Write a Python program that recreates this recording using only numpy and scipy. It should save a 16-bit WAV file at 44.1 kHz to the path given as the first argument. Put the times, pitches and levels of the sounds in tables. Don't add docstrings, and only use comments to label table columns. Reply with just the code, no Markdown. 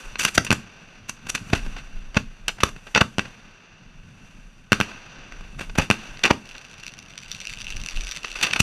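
import sys
import numpy as np
from scipy import signal
from scipy.io import wavfile
from scipy.ndimage import uniform_filter1d

SR = 44100
rng = np.random.default_rng(int(sys.argv[2]) if len(sys.argv) > 2 else 0)


def unload_wav(signal):
    wavfile.write(
        sys.argv[1],
        SR,
        np.round(np.clip(np.atleast_2d(signal).T, -1, 1) * 32767).astype(np.int16),
    )


N = 380141

# (time [s], level [dB])
WIND_LEVELS = [(0.0, -44), (0.14, -38.5), (0.3, -46.5), (0.81, -55), (1.44, -46), (1.75, -32),
               (2.11, -40.5), (2.45, -45.5), (2.66, -40), (3.1, -56), (3.43, -49.5), (3.6, -59.5),
               (4.13, -48.5), (4.54, -44), (4.85, -50), (5.38, -41), (5.76, -37.5), (5.91, -44.5),
               (6.67, -56.5), (7.54, -50.5), (7.77, -32.5), (7.87, -41.5), (8.03, -34), (8.31, -49),
               (8.62, -43)]
# (time [s], hiss level [dB], treble re hiss [dB], rumble level [dB])
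HISS_AND_RUMBLE = [(0.0, -45.5, -5.5, -58), (0.14, -50, -12, -54), (0.4, -50, -24, -39.5),
                   (0.75, -52, -18.5, -57), (1.15, -55.5, -18, -48.5), (1.5, -49, -7, -44),
                   (1.72, -48.5, -11, -46.5), (1.94, -54, -14.5, -50.5), (2.47, -58, -13, -52.5),
                   (2.65, -56, -16, -50.5), (2.93, -55.5, -4, -56.5), (3.7, -55.5, -24, -56),
                   (4.03, -59, -14, -51), (4.27, -56, -11.5, -52.5), (4.6, -61, -10.5, -56),
                   (5.2, -48.5, -24, -51.5), (5.7, -56.5, -5, -47.5), (5.9, -57, -16, -51),
                   (6.41, -52.5, -11, -55), (6.7, -52, -19, -54.5), (7.2, -54.5, -21, -53.5),
                   (7.9, -50.5, -11, -51.5), (8.16, -48.5, -11, -57.5), (8.35, -48.5, -14, -65),
                   (8.43, -37, -12, -47), (8.62, -43, -25, -48)]
# (time [s], pop rate [1/s], level [dB])
SMALL_STARS = [(6.38, -2, -38), (6.45, 90, -38.5), (7.0, 88, -39), (7.4, 180, -36.5), (7.9, 211.5, -35.5),
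               (8.17, 225, -32.5), (8.2, 230, -50), (8.25, 230, -34), (8.62, 253, -34)]
# (time [s], peak level [dB])
LOUD_STARS = [(6.4906, -28.5), (6.5809, -27), (6.6494, -34), (6.7988, -34), (6.8345, -25), (6.8652, -20),
              (6.8796, -22.5), (6.9377, -29), (6.9893, -24.5), (7.1779, -21), (7.2329, -28), (7.2467, -37),
              (7.2824, -32), (7.3152, -16), (7.3479, -22.5), (7.4027, -20), (7.4145, -24.5), (7.452, -21),
              (7.4707, -17.5), (7.491, -27), (7.4957, -22), (7.502, -23.5), (7.528, -26), (7.536, -21.5),
              (7.5725, -27), (7.587, -24.5), (7.603, -24), (7.6107, -23), (7.6166, -21.5), (7.6436, -25),
              (7.6679, -19), (7.6828, -26), (7.7033, -19), (7.7096, -24), (7.7233, -22), (7.763, -27),
              (7.767, -20), (7.815, -23.5), (7.8366, -21), (7.861, -17.5), (7.886, -16), (7.909, -21.5),
              (7.9622, -23), (7.972, -20.5), (8.0087, -21.5), (8.036, -25), (8.048, -24), (8.0694, -20.5),
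              (8.091, -23), (8.1119, -17.5), (8.1197, -18.5), (8.1551, -25.5), (8.1627, -19), (8.171, -20),
              (8.2322, -25), (8.2566, -25), (8.282, -22.5), (8.3158, -21), (8.3882, -20.5)]
# (peak time [s], level [dB], rise [ms], t60 [ms], body re level [dB], treble re level [dB])
GAS_CRACKS = [(0.1568, -29, 0.91, 19, -7, -33), (0.1987, -18, 4.9, 7.8, -32, -2),
              (0.2081, -23, 6.3, 82, -19, -6), (0.2215, -33, 7, 32, -16, 3), (0.2344, -28, 5.5, 65, -20, 0),
              (0.2517, -12, 2.7, 21, -23, -4.5), (0.265, -25.5, 7, 32, -7, -14),
              (0.2789, -31, 7.9, 13, -18, -15), (0.2889, -20, 8, 14, -14, -9.5),
              (0.3538, -25.5, 6, 44, -27, 1.5), (0.3801, -4, 1.66, 14.3, -3, -11.5),
              (0.4479, -30.5, .64, 29, -9, 4), (0.4665, -25, .82, 61, -17, -15),
              (0.5285, -17, 2.7, 17, 1, -1.5), (1.0955, -28.5, 4.8, 36, -14, -3.5),
              (1.2688, -36, 2.4, 37, -4, -8), (1.3023, -17.5, 5.4, 7.1, -37, -2.5),
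              (1.3523, -17.5, 3, 37, -12.5, -8.5), (1.3792, -30.5, 3.3, 20, -15, -20),
              (1.5015, -31, 0.89, 21, -10, -13), (1.5344, -13, 2.6, 26, 0, -15.5),
              (1.6644, -41, 3.2, 26, 0, -12), (1.7661, -37.5, 2.6, 60, -1.5, -23),
              (1.7863, -36.5, 8.6, 69, -16, -19), (2.1465, -27, 1.1, 13, -8, -24),
              (2.1583, -33.5, 4.5, 54, -4, -16), (2.1715, -13.5, 3, 24, -1.5, -17.5),
              (2.4821, -10.5, 0.78, 18, -30, -11.5), (2.49, -24.5, 3.3, 53, -8.5, -32),
              (2.586, -41, 2.5, 30, 4, -18), (2.6039, -29, 0.48, 92, -15, -15),
              (2.6351, -7, 1.15, 17, -3.5, -10.5), (2.6922, -39, 15, 28, -3, -8),
              (2.7629, -41, 1.9, 27, -1, -14), (2.8704, -41, 3.7, 81, -0.5, -14),
              (2.9498, -2, 0.68, 8.4, -22, -19), (2.9626, -15, 6.4, 44, -3.5, -35),
              (2.969, -22, 3, 30, -9, -25), (2.9769, -11.5, 2.5, 35, -6, -24),
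              (3.011, -11.5, 1.8, 15, -4, -16), (3.0156, -11, 4, 20, 5, -15),
              (3.2562, -41.5, 13, 54, -2, -25), (4.9168, -38.5, 3.6, 23, 2, -36),
              (5.3229, -36.5, 0.44, 17, -3, -18), (5.4094, -40, .8, 13, 1, -14),
              (5.5968, -30, 5.8, 7.1, -6, -11), (5.6122, -31.5, 6, 69, -6.5, -10),
              (5.6976, -35, 1.6, 27, -5, -27), (5.7541, -31, 0.93, 44, -2, -12),
              (5.7876, -13.5, 4.1, 7.1, -6, -5.5), (5.7961, -22.5, 7.8, 51, 2, -18),
              (6.1734, -35, 2.9, 10, -14, -28), (6.1929, -29, 0.7, 16, -16, -16),
              (6.2394, -7.5, 2, 13, -25, -17.5), (6.245, -17, 2.9, 32, -1.5, -20),
              (6.2527, -10.5, 0.93, 33, -7, -18), (6.2602, -15.5, 1.5, 43, -6, -18),
              (6.2773, -25, .9, 46, -4.5, -25), (6.3112, -11, 5.2, 15, 3.5, -18),
              (6.552, -36.5, 4.4, 51, -6, -32), (8.247, -25, 2.8, 31, -14, -30),
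              (8.356, -26.5, 2.1, 58, -16.5, -20), (8.4127, -18, .59, 16, -17, -12),
              (8.4276, -14, 0.89, 66, -30, -10.5), (8.4321, -18.5, 1.9, 58, -28, -5),
              (8.4367, -19, 7.2, 37, -26, -22), (8.4491, -19.5, 1.5, 47, -19, -26),
              (8.468, -24, 3.9, 50, -13, -14), (8.5109, -21, 3, 13, -33, -25),
              (8.5359, -11, 3, 13.5, -27, -17), (8.5612, -16.5, .72, 38, -10, -16),
              (8.6042, -9, 4.7, 15, -33, -5)]
# (time [s], level [dB], positive phase [ms], rise [ms], whoosh level [dB])
LOW_THUMPS = [(0.3794, -1, 1.2, 0.8, -49), (0.5274, -5.5, 1.07, 0.24, -41), (1.5322, 2.5, 1.5, 1.2, -28),
              (2.168, -5.5, 1.73, 0.2, -41), (2.634, -4, 2.9, 2.04, -36), (2.973, -25, 1.2, 0.41, -44),
              (3.0141, -1, 1.14, 0.12, -43), (5.61, -9.5, 0.43, .5, -41), (5.785, 4.5, 0.96, 0.94, -37),
              (5.797, -6.5, 0.93, 0.2, -29), (6.309, -1, 1.1, 0.35, -39.5), (7.754, -20, 9, 4.7, -52),
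              (8.603, -5, 1.8, 0.38, -35)]
# (time [s], shock level [dB], positive phase [ms], spray level [dB],
# ground echo delay [ms], echo gain [dB], whoosh level [dB], roar level [dB])
SHELL_BURSTS = [(0.5054, -5.5, 1., -10.5, 9.4, -0.5, -37, -59),
                (3.1835, -3.5, 0.66, -14.5, 10.5, -6, -39, -52), (4.72, 1.5, 0.67, -7.5, 9.8, -3, -33, -44),
                (4.802, -2.5, 0.62, -14.5, 9.8, -3.5, -35.5, -48),
                (5.9018, 2, 0.61, -12, 9.7, -3.5, -31.5, -43)]
# (frequency [Hz], t60 [s])
FIELD_DECAY = [(60, 0.23), (200, 0.36), (600, 0.19), (2500, 0.16), (7000, 0.27)]
# (frequency [Hz], bandwidth [Hz], gain [dB])
CASE_MODES = [(191.4, 78, 6.5), (1225, 230, 3.5), (1531, 142, 10), (2080, 93, -15), (2694, 240, 16.5),
              (3572, 160, 10.5), (4245, 220, 6.5), (4693, 216, 11.5), (5787, 182, 13.5), (6090, 290, 10),
              (7500, 170, -3)]
# (frequency [Hz], gain [dB])
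CASE_TRANSMISSION = [(20, -8.5), (70, 6), (400, 1), (2000, 0), (4000, -9), (5150, -13), (7000, -13.5),
                     (11000, -22.5), (14000, -32.5), (16000, -61)]

HISS_HOLLOW_DB, HISS_BODY_DB, SIZZLE_DB = -2, -3, -12.5
STAR_T60_S, STAR_RISE_S, STAR_ECHO_S, STAR_ECHO_DB = 0.0092, 0.0004, 0.0102, -9.5
HOLLOW_SHARE, HOLLOW_DB = 0.54, 1.5
WHOOSH_DELAY_S, ROAR_DELAY_S = 0.02, 0.09
FIELD_DB, CUTOFF_HZ = -14, 15170


def gain_of(db):
    return 10 ** (np.asarray(db) / 20)


def unit_rms(x):
    return x / np.sqrt(np.mean(x ** 2) + 1e-20)


def at_frequency(points, hz):
    knots_hz, values = np.transpose(points)
    return np.interp(np.log(hz + 1), np.log(knots_hz + 1), values)


def curves(rows):
    times, *columns = np.transpose(rows)
    return [np.interp(np.arange(N) / SR, times, column) for column in columns]


def add(mix, s, sound):
    part = mix[max(round(s * SR), 0):][:len(sound)]
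    part += sound[:len(part)]


def band(x, lo_hz, hi_hz):
    return signal.sosfilt(signal.butter(N=2, Wn=[lo_hz, hi_hz], btype="band", fs=SR, output="sos"), x)


def flutter(depth_db, samples):
    return gain_of(depth_db * unit_rms(uniform_filter1d(rng.standard_normal(N), size=samples)))


def puff(db, rise_ms, t60_ms):
    ms = np.arange(-3 * rise_ms, t60_ms, 1000 / SR)
    return 3 * rise_ms / 1000, gain_of(db + np.minimum(10 * ms / rise_ms, -60 * ms / t60_ms))


def case(x):
    hz = abs(np.fft.fftfreq(8192, 1 / SR))
    resonance = 1 + sum(gain_of(2 * db) / (1 + (2 * (hz - f) / width) ** 2) for f, width, db in CASE_MODES)
    log_gain = np.log(gain_of(at_frequency(CASE_TRANSMISSION, hz)) * np.sqrt(resonance))
    phase = -signal.hilbert(log_gain).imag
    taps = np.fft.ifft(np.exp(log_gain + 1j * phase)).real[:4096]
    return signal.oaconvolve(x, taps)[:len(x)]


def noise_bands():
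    edges_hz = [(250, 1000), (800, 2200), (1800, 7500), (6300, 17000)]
    parts = [band(band(rng.standard_normal(N), *edges), *edges) for edges in edges_hz]
    return np.array([part / case(part[:SR]).std() for part in parts])


def far_rumble():
    _, _, level_db = curves(HISS_AND_RUMBLE)
    noise = unit_rms(band(band(rng.standard_normal(N), 71, 241), 71, 242))
    return noise * gain_of(level_db) * flutter(depth_db=3.7, samples=1500)


def wind():
    level_db, = curves(WIND_LEVELS)
    noise = unit_rms(band(band(rng.standard_normal(N), 16.8, 34.3), 12.2, 44))
    return noise * gain_of(level_db) * flutter(depth_db=3.8, samples=3000)


def flare():
    level_db, treble_db, _ = curves(HISS_AND_RUMBLE)
    power = gain_of(2 * level_db)
    for s, *_, roar_db in SHELL_BURSTS:
        lead_s, roar = puff(roar_db, rise_ms=43, t60_ms=1400)
        add(power, s + ROAR_DELAY_S - lead_s, roar ** 2)
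    body, hollow, middle, treble = noise_bands()
    sizzle = band(rng.standard_normal(N), 5700, 6400)
    sizzle = gain_of(SIZZLE_DB) * sizzle / case(sizzle[:SR]).std()
    bright = middle + sizzle + gain_of(treble_db) * treble
    dark = gain_of(HISS_HOLLOW_DB) * (hollow + gain_of(HISS_BODY_DB) * body)
    return flutter(depth_db=1.17, samples=500) * np.sqrt(power) * (bright + dark)


def field_echoes(x):
    taps = np.zeros(SR)
    slots = np.arange(200, SR - 20, 20)
    taps[slots + rng.integers(0, 20, len(slots))] = rng.choice([-1., 1.], len(slots))
    hz, t, spectrum = signal.stft(taps, SR, nperseg=256)
    decay = gain_of(-60 * t / at_frequency(FIELD_DECAY, hz)[:, None])
    _, tail = signal.istft(spectrum * decay, SR, nperseg=256)
    return signal.fftconvolve(x, tail / np.linalg.norm(tail))[:N]


def stars():
    rate, level_db = curves(SMALL_STARS)
    chance, size, timbre = rng.random((3, N))
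    impulses = (chance < rate / SR) * gain_of(level_db - 2.6 * np.log(size + 0.074))
    for s, db in LOUD_STARS:
        add(impulses, s, gain_of([db]))
    t = np.arange(0, 0.015, 1 / SR)
    envelope = gain_of(-60 * t / STAR_T60_S) * np.minimum(t / STAR_RISE_S, 1)
    direct, echo = np.zeros((2, N))
    for k in range(24):
        pop = band(band(rng.standard_normal(len(t)) * envelope, 3060, 18000), 710, 22000)
        chosen = (timbre * 24).astype(int) == k
        direct += signal.oaconvolve(impulses * chosen, pop / abs(case(pop)).max())[:N]
    add(echo, STAR_ECHO_S, gain_of(STAR_ECHO_DB) * band(direct, 2200, 9800))
    return direct + echo


def cracks():
    spurts = list(GAS_CRACKS)
    for s, _, _, spray_db, delay_ms, echo_db, _, _ in SHELL_BURSTS:
        spurts.append((s + 0.0003, spray_db, 0.12, 13, -14, -14))
        spurts.append((s + 0.00034 + delay_ms / 1000, spray_db + echo_db, 0.2, 16, -12, -15))
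    whooshes = [(s, db) for s, *_, db, _ in SHELL_BURSTS] + [(s, db) for s, *_, db in LOW_THUMPS]
    for s, db in whooshes:
        spurts.append((s + WHOOSH_DELAY_S, db, 4, 162, -9.5, -11))
    powers = np.zeros((4, N))
    for s, db, rise_ms, t60_ms, body_db, treble_db in spurts:
        lead_s, envelope = puff(db, rise_ms, t60_ms)
        hollow_db = HOLLOW_SHARE * body_db + HOLLOW_DB
        for power, band_db in zip(powers, (body_db, hollow_db, 0, treble_db)):
            add(power, s - lead_s, gain_of(2 * band_db) * envelope ** 2)
    grit = unit_rms(flutter(depth_db=4, samples=12))
    return (np.sqrt(powers) * noise_bands()).sum(0) * grit


def shock(db, positive_ms, rise_ms):
    ms = np.arange(4000) / SR * 1000
    return -gain_of(db) * (1 - ms / positive_ms) * np.exp(-ms / positive_ms) * (1 - np.exp(-ms / rise_ms))


def blasts():
    pressure = np.zeros(N)
    for s, db, positive_ms, _, delay_ms, echo_db, _, _ in SHELL_BURSTS:
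        direct = shock(db, positive_ms, 0.037) + shock(db + 10.5, 0.045, 0.012)
        echo = shock(db + echo_db, positive_ms, 0.071) + shock(db + echo_db + 14, 0.1, 0.0099)
        add(pressure, s, direct)
        add(pressure, s + delay_ms / 1000, echo)
    for s, db, positive_ms, rise_ms, _ in LOW_THUMPS:
        add(pressure, s, shock(db, positive_ms, rise_ms) + shock(db - 19.5, 2.4, 2.9))
    return pressure


def scene():
    shots = cracks() + blasts() + stars()
    outside = shots + gain_of(FIELD_DB) * field_echoes(shots) + flare()
    return (case(outside) + far_rumble() + wind())[None]


def record(dry):
    self_noise = gain_of(-87) * band(rng.standard_normal(N), 5000, 12060)
    clipped = np.clip(dry + self_noise, -0.95, 0.95)
    low_pass = signal.firwin(511, CUTOFF_HZ, window=("kaiser", 9), fs=SR)
    return signal.oaconvolve(clipped, low_pass[None], "same")


dry = scene()
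out = record(dry)
unload_wav(out)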